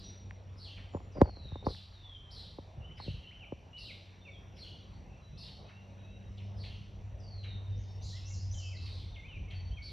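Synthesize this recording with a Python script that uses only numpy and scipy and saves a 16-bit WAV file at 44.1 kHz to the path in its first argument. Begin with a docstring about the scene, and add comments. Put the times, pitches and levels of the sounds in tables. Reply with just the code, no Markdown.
"""Small birds sing among trees: frequency-modulated sines give rough sparrow calls, clear whistles and
glides, all smeared by sparse decaying echoes off the trunks. An insect shrills as a narrow noise band.
Shaped noise makes far traffic and a wooded hiss; two wavering sines make an engine, louder as it nears.
A hand knocks the body of the phone: dispersed pulses and ringing modes, with rubbing noise around them."""
import sys
import numpy as np
from scipy import signal
from scipy.fft import rfft, irfft, next_fast_len
from scipy.io import wavfile
from scipy.ndimage import uniform_filter1d

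SR = 44100
rng = np.random.default_rng(int(sys.argv[2]) if len(sys.argv) > 2 else 0)


def to_wav(sig):
    """Store sig (one row per channel, or 1-D mono) as 16-bit WAV at the path in sys.argv[1].

    Samples outside -1..1 are clipped; the rate is SR.
    """
    pcm = np.clip(np.atleast_2d(sig), -1, 1) * 32767
    pcm = np.round(pcm).astype(np.int16)
    wavfile.write(sys.argv[1], SR, pcm.T)  # frames by channels


N = 437472


def gain_of(db):
    """Logarithmic level: decibels to amplitude gain."""
    return 10 ** (np.asarray(db) / 20)


def evened(x):
    """Normalization: scales to rms 1."""
    return x / np.sqrt(np.mean(x ** 2) + 1e-20)


def read(points, hz):
    """Interpolation of a spectrum in dB on a log-frequency axis."""
    point_hz, value = np.transpose(points)
    return np.interp(np.log(hz + 1), np.log(point_hz + 1), value)


def curves(rows):
    """Linear interpolation of a table's columns at every sample."""
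    seconds, *columns = np.transpose(rows)
    return [np.interp(np.arange(N) / SR, seconds, column) for column in columns]


def colour(x, points):
    """Linear filtering: multiplies the spectrum by a response, without phase shift."""
    response = gain_of(read(points, np.fft.rfftfreq(N, 1 / SR)))
    return irfft(rfft(x) * response, N)


def add(mix, start_s, sound):
    """Superposition: mixes a sound in at a time, cut off at the edges of the mix."""
    at = round(start_s * SR)
    part = mix[max(at, 0):][:len(sound) + min(at, 0)]
    part += sound[max(-at, 0):][:len(part)]


def wobble(count, smooth_s):
    """Low-passed noise: a smooth random curve of rms 1."""
    size = max(round(smooth_s * SR), 1)
    once = uniform_filter1d(rng.standard_normal(count), size)
    return evened(uniform_filter1d(once, size))


def power_of(points, hz, db):
    """Power spectral density of a given shape, scaled to a total level over time."""
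    shape = gain_of(read(points, hz)) ** 2
    return shape[:, None] / shape.sum() * gain_of(db) ** 2


LONGEST = SR  # samples of noise drawn for each note, enough for the longest


def voice(rows, warble, hiss_db, overtones=()):
    """Frequency modulation: a sine on a randomly warbled pitch curve; a faint broad hiss follows the note."""
    seconds, hz, db = np.transpose(rows)
    t = np.arange(seconds[0], seconds[-1], 1 / SR)
    shake = wobble(LONGEST, 0.0008)[:len(t)]
    hiss = np.diff(rng.standard_normal(LONGEST))[:len(t)]
    turns = np.cumsum(np.interp(t, seconds, hz) * (1 + warble * shake)) / SR
    tone = np.sin(2 * np.pi * turns)
    for multiple, overtone_db in overtones:
        tone = tone + gain_of(overtone_db) * np.sin(2 * np.pi * multiple * turns)
    fade = np.clip(np.minimum(t - seconds[0], seconds[-1] - t) / 0.0011, 0, 1)
    level = np.sqrt(2) * gain_of(np.interp(t, seconds, db))
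    return level * (tone + gain_of(hiss_db) * hiss) * fade


# harmonics of the rough calls: multiple, level_db relative to the fundamental
OVERTONES = [(2, -22.5), (3, -41)]


def calls(shape, events, warble, hiss_db):
    """Scaling of one call: each repeat has its own strength, pitch and speed, on three perches in turn."""
    out = np.zeros((3, N))
    for k, (start_s, db, pitch, speed) in enumerate(events):
        rows = np.array(shape) * [1 / speed, pitch, 1] + [0, 0, db]
        add(out[k % len(out)], start_s, voice(rows, warble, hiss_db, OVERTONES))
    return out


# pitch and level contour of a cheep: time_s, pitch_hz, level_db (relative; repeats rescale all three)
CHEEP_SHAPE = [(0, 4030, -10), (.015, 5160, -8), (.05, 4730, -6.5), (.1, 4230, -4), (.15, 3720, -17),
               (.17, 3470, -3)]
# cheeps: start_s, level_db, pitch_factor, speed_factor
CHEEP_CALLS = [(-.08, -51.5, 1.04, 1.3), (1.645, -50.5, 0.95, 1.35), (2.304, -51.5, 0.95, 1.15),
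               (3.77, -51.5, 0.94, 1.13), (5.371, -51, 0.96, 1.47), (8.015, -53.5, 0.93, 1.07),
               (8.8, -55, 0.91, 0.84), (8.931, -58, 0.95, 1.6), (9.82, -54.5, 0.95, 1.3)]


def cheeps():
    """Strong random frequency modulation spreads each harmonic into a rough band."""
    return calls(CHEEP_SHAPE, CHEEP_CALLS, warble=0.09, hiss_db=-30.5)


# insect noise band: time_s, level_db, centre_hz
INSECT_BAND = [(0, -80, 5700), (.4, -81.5, 5670), (1.5, -81.5, 5700), (3, -82.5, 5750), (4.5, -79, 5750),
               (6, -80, 5830), (7, -80, 5850), (8.5, -83.5, 5940), (9.92, -76, 5850)]


def insect():
    """Quadrature modulation: slow noise on a cosine and a sine makes a narrow band at a drifting centre."""
    db, hz = curves(INSECT_BAND)
    turns = np.cumsum(hz) / SR
    band = wobble(N, 0.0011) * np.cos(2 * np.pi * turns)
    band += wobble(N, 0.0033) * np.sin(2 * np.pi * turns)
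    return gain_of(db) * np.array([band, band[::-1]])  # time reversal decorrelates the second part


# engine level: time_s, first_order_db, second_order_db
ENGINE_LEVELS = [(0, -54, -62.5), (1.05, -50, -72.5), (1.7, -60.5, -62), (2.13, -54, -86), (3.4, -64, -81),
                 (4.4, -54.5, -64), (5.45, -61, -69), (6.2, -50.5, -61), (6.42, -42.5, -57),
                 (6.85, -50, -61.5), (7.18, -48.5, -65), (7.76, -41.5, -66), (8.07, -44.5, -66),
                 (8.4, -39.5, -69), (8.9, -43, -71), (9.3, -50.5, -68), (9.67, -44.5, -67),
                 (9.92, -54, -69)]
# engine firing rate before its random wobble: time_s, rate_hz
FIRING_RATE = [(0, 96.5), (3.7, 94), (5.5, 97), (6.7, 99.5), (7.8, 98), (8.5, 95.3), (9.2, 93.2),
               (9.92, 91)]


def engine():
    """Harmonic excitation: firing rate and its double, wavering on their way through the air."""
    first_db, second_db = curves(ENGINE_LEVELS)
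    turns = np.cumsum(curves(FIRING_RATE)[0] * (1 + 0.0067 * wobble(N, 0.048))) / SR
    waver = gain_of(1.7 * wobble(N, 0.028) + 0.87 * wobble(N, 0.12))
    first = gain_of(first_db) * waver
    second = gain_of(second_db) * waver[::-1]
    orders = [first * wave(2 * np.pi * turns) + second * wave(4 * np.pi * turns)
              for wave in (np.sin, np.cos)]
    return np.sqrt(2) * np.array(orders)


# far traffic level: time_s, rumble_db, wash_db
TRAFFIC_LEVELS = [(0, -44, -53), (.35, -51.5, -55.5), (1.4, -39.5, -55), (1.8, -46.5, -64.5),
                  (2.2, -47.5, -60), (2.8, -45, -54), (3.4, -48.5, -56.5), (4.1, -52, -56.5),
                  (5.1, -48, -55), (5.7, -54, -54.5), (6.4, -45.5, -53.5), (6.75, -39.5, -55),
                  (7.5, -40, -53), (8.8, -40, -56.5), (9.92, -39.5, -56)]
# relative spectral density of rumble and of wash: frequency_hz, density_db
RUMBLE_SPECTRUM = [(15, -51.5), (30, -24), (42, 0.5), (60, -2.5), (80, -4), (140, -21), (300, -31.5),
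                   (2000, -110)]
WASH_SPECTRUM = [(60, -28.5), (130, 2.5), (190, -3.5), (290, -11.5), (650, -10.5), (1000, -21.5),
                 (1500, -49.5), (2500, -40), (6000, -100)]
# far chorus and leaves blurred to a hiss, relative density: frequency_hz, density_db
HISS_SPECTRUM = [(900, 1), (1500, -6), (2200, -3.5), (2800, -3.5), (4000, -9.5), (5100, -17), (6400, -23),
                 (7300, -17.5), (7800, -22), (9800, -35.5), (12000, -27), (14000, -47.5)]


def background():
    """Random-phase synthesis: Gaussian short-time spectra for rumble, wash and hiss, in drifting patches."""
    hz = np.fft.rfftfreq(1024, 1 / SR)
    a, b, c, d, patches = rng.standard_normal((N // 256 + 5, 513, 5)).T
    seconds, rumble_db, wash_db = np.transpose(TRAFFIC_LEVELS)
    t = np.arange(a.shape[1]) * 256 / SR
    power = power_of(RUMBLE_SPECTRUM, hz, np.interp(t, seconds, rumble_db))
    power += power_of(WASH_SPECTRUM, hz, np.interp(t, seconds, wash_db))
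    power = power + power_of(HISS_SPECTRUM, hz, -63)
    patches = uniform_filter1d(patches, size=10, axis=0)  # across frequency
    patches = evened(uniform_filter1d(patches, size=16, axis=1))  # across time
    noise = np.array([a + 1j * b, c + 1j * d])
    spectra = noise * np.sqrt(power / 2) * gain_of(2.23 * patches)
    return signal.istft(spectra, nperseg=1024, noverlap=768)[1][:, :N]


def note(start_s, seconds, hz, db):
    """Near-pure tone: start and sound of a clear note with faint warble and very little hiss."""
    return start_s, voice(np.transpose([seconds, hz, db]), warble=0.0073, hiss_db=-47.0)


# held peeps: start_s, length_s, pitch_hz, level_db (at the peak)
PEEPS = [(.03, 0.06, 5780, -47.5), (.9, 0.14, 7120, -70.5), (4.215, 0.033, 3603, -53.5),
         (4.348, 0.04, 3270, -58.5), (5.21, 0.12, 3950, -67), (5.64, 0.27, 3870, -68),
         (5.99, 0.28, 3845, -67), (6.27, 0.3, 5330, -73.5), (6.6, .27, 5260, -73), (7.6, 0.54, 3665, -64),
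         (7.88, 0.071, 5450, -61.5), (8.14, 0.13, 5380, -57.5), (8.3, 0.031, 2190, -61.5),
         (8.44, 0.084, 5250, -65), (8.62, 0.11, 3190, -60), (8.66, .09, 5250, -64),
         (8.72, 0.15, 2670, -58.5), (9.48, 0.04, 2204, -56.5), (9.57, 0.074, 1983, -68),
         (9.5, .06, 3160, -61), (9.53, 0.053, 4477, -52), (9.82, 0.019, 4470, -46)]
PEEP_RISE_S, PEEP_START_DB, PEEP_FADE_DB = 0.011, -8.5, -13.5  # levels relative to the peak
PEEP_SAG = 0.008  # share of the pitch lost by the end


def peeps():
    """Amplitude envelope: a steady tone swells fast, then fades while its pitch sags."""
    return [note(start_s, [0, PEEP_RISE_S, length_s], [hz, hz, hz * (1 - PEEP_SAG)],
                 [db + PEEP_START_DB, db, db + PEEP_FADE_DB])
            for start_s, length_s, hz, db in PEEPS]


# contour of a low chuck: time_s, pitch_hz, level_db (relative; repeats rescale all three)
CHUCK_SHAPE = [(0, 3295, -6), (.01, 2705, 9), (.03, 2100, 5), (.055, 1796, -5)]
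# chucks: start_s, level_db, pitch_factor, speed_factor
CHUCK_CALLS = [(0.091, -76, 0.91, 2.4), (.76, -65.5, 1.07, 1.12), (2.97, -67.5, 0.92, 1.17),
               (4.56, -72, 1.1, 1.1), (5.679, -71, 1.11, 1.08), (6.372, -68, 1.21, 1.05),
               (6.459, -83, 1.5, 1.45), (6.63, -63, 1.2, 1.01), (7.429, -64, 1.1, 0.98),
               (8.852, -64, 1.42, 1.01), (9.502, -62, 1.14, 1.1)]


def chucks():
    """Very strong random frequency modulation turns a short falling tone almost to noise."""
    return calls(CHUCK_SHAPE, CHUCK_CALLS, warble=0.17, hiss_db=-35)


# knocks, relative level of each part: start_s, blow_db, thump_db, rattle_db, tick_db
KNOCKS = [(0.309, -77, -54, -47.5, -39.5), (0.557, -49, -55, -69, -61), (0.947, -22, -35, -39, -64),
          (0.97, -44, -53, -41, -78), (1.003, -48, -57, -49, -69), (1.181, -28.5, -36, -61, -56),
          (1.215, -3, -18, -17, -31), (1.369, -41.5, -61, -53, -62), (1.452, -43, -41, -70, -73),
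          (1.519, -40.5, -35, -48.5, -67), (1.556, -32, -50.5, -40.5, -63), (1.667, -17.5, -29, -23.5, -54),
          (1.748, -70, -56, -54, -51), (2.585, -31, -48.5, -45, -73), (2.772, -57, -39, -70, -79),
          (2.798, -55, -41, -56, -80), (3, -48, -45, -37, -72), (3.061, -43.5, -44, -68, -68),
          (3.078, -30.5, -31.5, -64, -70), (3.098, -54, -34.5, -72, -75), (3.133, -70, -36, -72, -75),
          (3.172, -70, -42.5, -72, -75), (3.522, -26, -41, -45, -62)]
# what each part sends through the body, relative: frequency_hz, level_db
THUMP = [(30, 4.3), (75, 20.6), (140, 14.9)]
BLOW = [(280, 2), (560, -3.5)]
RATTLE = [(950, 3.5), (1250, -8)]
TICK = [(1850, -2), (2600, -14), (4300, -16.5), (7000, -23), (14000, -40)]
# modes left ringing by blow and rattle: frequency_hz, level_db (relative to the part), t60_s
BLOW_MODES = [(294, -5, 0.021), (574.5, -7, 0.033)]
RATTLE_MODES = [(827, 1.5, 0.019), (977, -1, 0.029)]
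DULLING = 0.2  # dB of top treble a knock loses for each dB its blow is weaker


def knocks():
    """Dispersion: bending waves carry treble first and bass later; damped modes ring on."""
    out = np.zeros(N)
    t, hz = np.arange(8192) / SR, np.fft.rfftfreq(8192, 1 / SR)
    late = np.exp(-2j * np.pi * 1.409 * np.log(1 + hz))  # each frequency comes 1.409 of its cycles late
    for start_s, blow_db, thump_db, rattle_db, tick_db in KNOCKS:
        parts = (THUMP, thump_db), (BLOW, blow_db), (RATTLE, rattle_db), (TICK, tick_db)
        shock = [(f, db + part_db) for points, part_db in parts for f, db in points]
        dull_db = DULLING * blow_db * np.clip(hz / 2500 - 1, 0, 1)
        pulse = irfft(gain_of(read(shock, hz) + dull_db) * late)
        add(out, start_s, 40 * pulse * np.clip(2 - t / 0.093, 0, 1))
        for modes, part_db in (BLOW_MODES, blow_db), (RATTLE_MODES, rattle_db):
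            for f, db, t60 in modes:
                decay = gain_of(part_db + db - 60 * t / t60)
                onset = 1 - np.exp(-t * f / 1.1)
                add(out, start_s, decay * onset * np.sin(2 * np.pi * f * t))
    return out


# contour of a chirrup: time_s, pitch_hz, level_db (relative; repeats rescale all three)
CHIRRUP_SHAPE = [(0, 4900, -24), (.025, 5365, -5), (.031, 4000, -7), (.045, 4600, -1), (.062, 4200, 1.5),
                 (.076, 4300, 1), (.082, 3450, 0.5), (.11, 2792, -2.5), (.14, 3293, -3), (.165, 2806, -8),
                 (.185, 2972, -22)]
# chirrups: start_s, level_db, pitch_factor, speed_factor
CHIRRUP_CALLS = [(.558, -58, 1.0, 0.88), (2.955, -58, 0.97, 0.88), (4.551, -58, 1.01, 1.01),
                 (6.553, -60.5, 0.99, 0.83)]


def chirrups():
    """Random frequency modulation roughens a longer call whose pitch zigzags downward."""
    return calls(CHIRRUP_SHAPE, CHIRRUP_CALLS, warble=0.045, hiss_db=-33.0)


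# rubbing noise around knocks, one a short swell into the loudest: start_s, length_s, start_db, end_db
RUBS = [(0.932, 0.05, -47, -57), (1.148, 0.047, -51, -43), (1.198, .015, -46.5, -18),
        (1.224, 0.08, -36.5, -49), (1.624, .046, -51, -44), (1.681, 0.051, -36, -60)]
# relative spectral density of the rubbing: frequency_hz, density_db
RUB_SPECTRUM = [(60, -8), (200, 0.5), (550, 4), (950, -6), (1300, -15.5), (2200, -27), (6000, -62)]


def rubbing():
    """Amplitude-modulated noise: coloured noise whose strength flutters at random, in short ramps."""
    out = np.zeros(N)
    flutter = gain_of(4.3 * wobble(N, 0.0057))
    rub = evened(colour(rng.standard_normal(N) * flutter, RUB_SPECTRUM))
    for start_s, length_s, start_db, end_db in RUBS:
        at = np.arange(round(start_s * SR), round((start_s + length_s) * SR))
        level = gain_of(np.linspace(start_db, end_db, len(at)))
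        out[at] += rub[at] * level * signal.windows.tukey(len(at), 0.2)
    return out


# long falling glides: start_s, length_s, top_hz, bottom_hz, level_db (at the peak)
GLIDES = [(1.113, 0.54, 6130, 3668, -57), (1.925, 0.32, 4640, 3145, -53), (7.188, 0.45, 6110, 3660, -55)]
GLIDE_DROP, GLIDE_DROP_S = 0.52, 0.0098  # share of the fall done at once, its time constant
GLIDE_SETTLE = 0.75  # share of the length before the pitch is level
GLIDE_START_DB, GLIDE_END_DB = -9.5, -15.5  # relative to the peak


def glide(start_s, length_s, top_hz, bottom_hz, db):
    """Exponential plus linear fall: drops fast, slides to a level pitch, loudest where it settles."""
    u = np.linspace(0, 1, 40)
    fast = GLIDE_DROP * np.exp(-u * length_s / GLIDE_DROP_S)
    slow = (1 - GLIDE_DROP) * np.maximum(1 - u / GLIDE_SETTLE, 0)
    hz = bottom_hz + (top_hz - bottom_hz) * (fast + slow)
    swell_db = np.interp(u, [0, GLIDE_SETTLE, 1], [GLIDE_START_DB, 0, GLIDE_END_DB])
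    return note(start_s, u * length_s, hz, db + swell_db)


# warbled song: start_s, start_hz, turn_s (after the start), turn_hz, length_s, end_hz, level_db (at the turn)
SYLLABLES = [(2.805, 2920, 0.024, 2720, 0.055, 3020, -61.5), (2.839, 2950, .025, 3010, 0.077, 3000, -57),
             (2.915, 3050, .015, 3050, .04, 3100, -62.5), (2.897, 1900, 0.013, 2200, 0.037, 2910, -67),
             (3.23, 2904, 0.025, 2716, 0.046, 2970, -56), (3.267, 2990, 0.016, 3054, 0.035, 3050, -54),
             (3.308, 1842, .03, 3110, .07, 2990, -58), (3.394, 3104, 0.029, 2740, .055, 2240, -53.5),
             (3.731, 2840, 0.038, 2987, 0.06, 2765, -49.5), (3.798, 2770, .015, 2720, .035, 2860, -54.5),
             (3.869, 3200, 0.045, 2073, 0.051, 2410, -50), (4.25, 2820, 0.037, 2237, 0.051, 2280, -53.5),
             (4.315, 3610, 0.013, 3470, 0.044, 3240, -64), (4.827, 3810, 0.004, 3900, 0.0082, 3710, -61),
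             (4.92, 3980, .015, 4300, 0.031, 4670, -69.5), (8.128, 1833, 0.05, 2110, 0.058, 1960, -61.5),
             (8.534, 4140, 0.011, 3127, 0.12, 2995, -56), (8.59, 3060, 0.05, 2643, .11, 2575, -56.5),
             (8.707, 2600, 0.046, 1940, .07, 2180, -61), (8.747, 5070, 0.022, 4090, 0.028, 3770, -52),
             (9.126, 3730, 0.024, 3515, 0.045, 2330, -55.5), (9.159, 2320, .012, 2150, 0.047, 2100, -56.5),
             (9.232, 2110, .02, 2350, 0.039, 2610, -53.5), (9.282, 3126, 0.039, 2830, 0.063, 2540, -54),
             (9.348, 2550, 0.012, 2474, 0.029, 2290, -53), (9.712, 3010, 0.032, 3220, 0.052, 3180, -58),
             (9.77, 2580, 0.018, 2200, 0.04, 2230, -52.5), (9.864, 2387, 0.012, 2270, 0.037, 2240, -58.5)]
SYLLABLE_START_DB, SYLLABLE_END_DB = -2, 1.5  # relative to the turn


def syllables():
    """Piecewise-linear frequency sweep: each syllable has a single turn in its pitch."""
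    return [note(start_s, [0, turn_s, length_s], [start_hz, turn_hz, end_hz],
                 [db + SYLLABLE_START_DB, db, db + SYLLABLE_END_DB])
            for start_s, start_hz, turn_s, turn_hz, length_s, end_hz, db in SYLLABLES]


def shaped(shape, events):
    """Scaling of one clear contour in level, pitch and speed."""
    seconds, hz, shape_db = np.transpose(shape)
    return [note(start_s, seconds / speed, hz * pitch, shape_db + db)
            for start_s, db, pitch, speed in events]


# contour of a soft rising whistle: time_s, pitch_hz, level_db (relative; repeats rescale all three)
RISE_SHAPE = [(0, 2430, -4), (.15, 2704, 4.5), (.28, 2780, -18)]
# rising whistles: start_s, level_db, pitch_factor, speed_factor
RISE_CALLS = [(5.04, -74, 1, 1.25), (5.33, -69, 1.04, 1.15), (5.651, -68.5, 1.03, 1.04),
              (5.982, -70.5, 1, 1.1), (8.201, -67.5, 1.02, 1.8)]


def rises():
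    """Slow upward frequency sweep at a soft level."""
    return shaped(RISE_SHAPE, RISE_CALLS)


# contour of a steep swoop: time_s, pitch_hz, level_db (relative; repeats rescale all three)
SWOOP_SHAPE = [(0, 5680, -2.5), (.04, 7460, -6), (.068, 6440, -7), (.08, 5400, 0), (.097, 4050, -17.5),
               (.14, 4980, -9.5), (.175, 5240, -11)]
# swoops: start_s, level_db, pitch_factor, speed_factor
SWOOP_CALLS = [(7.756, -62.5, 0.91, 1), (8.011, -51.5, 1.015, 0.96), (8.254, -47.5, .99, .99),
               (8.505, -46.5, 1.007, 1)]


def swoops():
    """Fast frequency sweep: up, steeply down and up again."""
    return shaped(SWOOP_SHAPE, SWOOP_CALLS)


def whistles():
    """Superposition of the clear notes, dealt in turn to three perches."""
    out = np.zeros((3, N))
    notes = peeps() + [glide(*row) for row in GLIDES] + syllables() + rises() + swoops()
    for k, (start_s, sound) in enumerate(notes):
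        add(out[k % len(out)], start_s, sound)
    return out


def trees(perches, t60, rise_s):
    """Multiple scattering: sparse decaying echoes, one set per perch and one for the stereo difference."""
    taps, t = np.zeros((4, SR)), np.arange(SR) / SR
    at = np.arange(40, SR - 20, 20) + rng.integers(0, 20, (4, (SR - 41) // 20))  # one in 20 samples
    np.put_along_axis(taps, at, rng.choice([-1., 1.], at.shape), 1)
    taps *= gain_of(-60 * t / t60) * (1 - np.exp(-t / rise_s))
    taps /= np.linalg.norm(taps[0])
    size = next_fast_len(N + SR)
    heard, echoes = rfft(perches, size), rfft(taps, size)
    shared = (heard * echoes[:-1]).sum(0)
    apart = heard.sum(0) * echoes[-1]
    return irfft([shared, apart], size)[:, :N]


# what foliage lets through on the direct path: frequency_hz, level_db
LEAVES = [(2000, -2.5), (3300, -4), (4200, -7.5), (7000, -19)]
# what trunks and leaves scatter, high notes most: frequency_hz, level_db
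SCATTER = [(2000, -6.5), (3200, -2.5), (4200, -0.5), (7000, -1.5)]


def birds():
    """Direct and reverberant sound: calls come mostly as echoes; the chucks are nearer and drier."""
    clear = whistles()
    rough = cheeps() + chirrups()
    near = chucks()
    scattered = colour(clear, SCATTER) + gain_of(5.0) * rough + gain_of(1.0) * near
    out = trees(scattered, t60=0.73, rise_s=0.0011)
    direct = colour(clear.sum(0), LEAVES) + gain_of(-1.5) * rough.sum(0) + near.sum(0)
    out[0] += direct
    return out


def handling():
    """Phase quadrature: the stereo difference of knocks and rubbing lags by a quarter cycle."""
    touch = knocks() + rubbing()
    return np.array([touch, irfft(-1j * rfft(touch), N)])


# stereo width by frequency, wide near 1.4 kHz, almost mono from 4 to 6.5 kHz: frequency_hz, level_db
STEREO_WIDTH = [(60, -24.5), (170, -12), (490, -11.5), (840, -6.5), (1410, 3.5), (2000, -10.5),
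                (2600, -11.5), (4060, -33.5), (6500, -53), (7800, 1)]


def scene():
    """Sum and difference stereo: a part shared by both channels, and a part of opposite sign."""
    shared, apart = birds() + insect() + engine() + background() + handling()
    apart = colour(apart, STEREO_WIDTH)
    return np.array([shared + apart, shared - apart])


# overall tone, thin deep bass, a narrow gap near 9 kHz, weak above 13 kHz: frequency_hz, level_db
OVERALL_TONE = [(15, -27), (32, -11), (50, 0), (6000, 0.5), (7400, -4), (7800, -4), (8600, -7.5),
                (9050, -39), (9700, 1.5), (12200, -1.5), (13000, -22), (15000, -19.5)]
EDGE_HZ = 15300  # upper band limit


def record(dry):
    """Linear filtering and band limiting: sets the overall tone, then a low-pass cuts the extreme top."""
    edge = signal.firwin(255, EDGE_HZ, window=("kaiser", 9), fs=SR)
    return signal.oaconvolve(colour(dry, OVERALL_TONE), edge[None], "same")


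dry = scene()
out = record(dry)
to_wav(out)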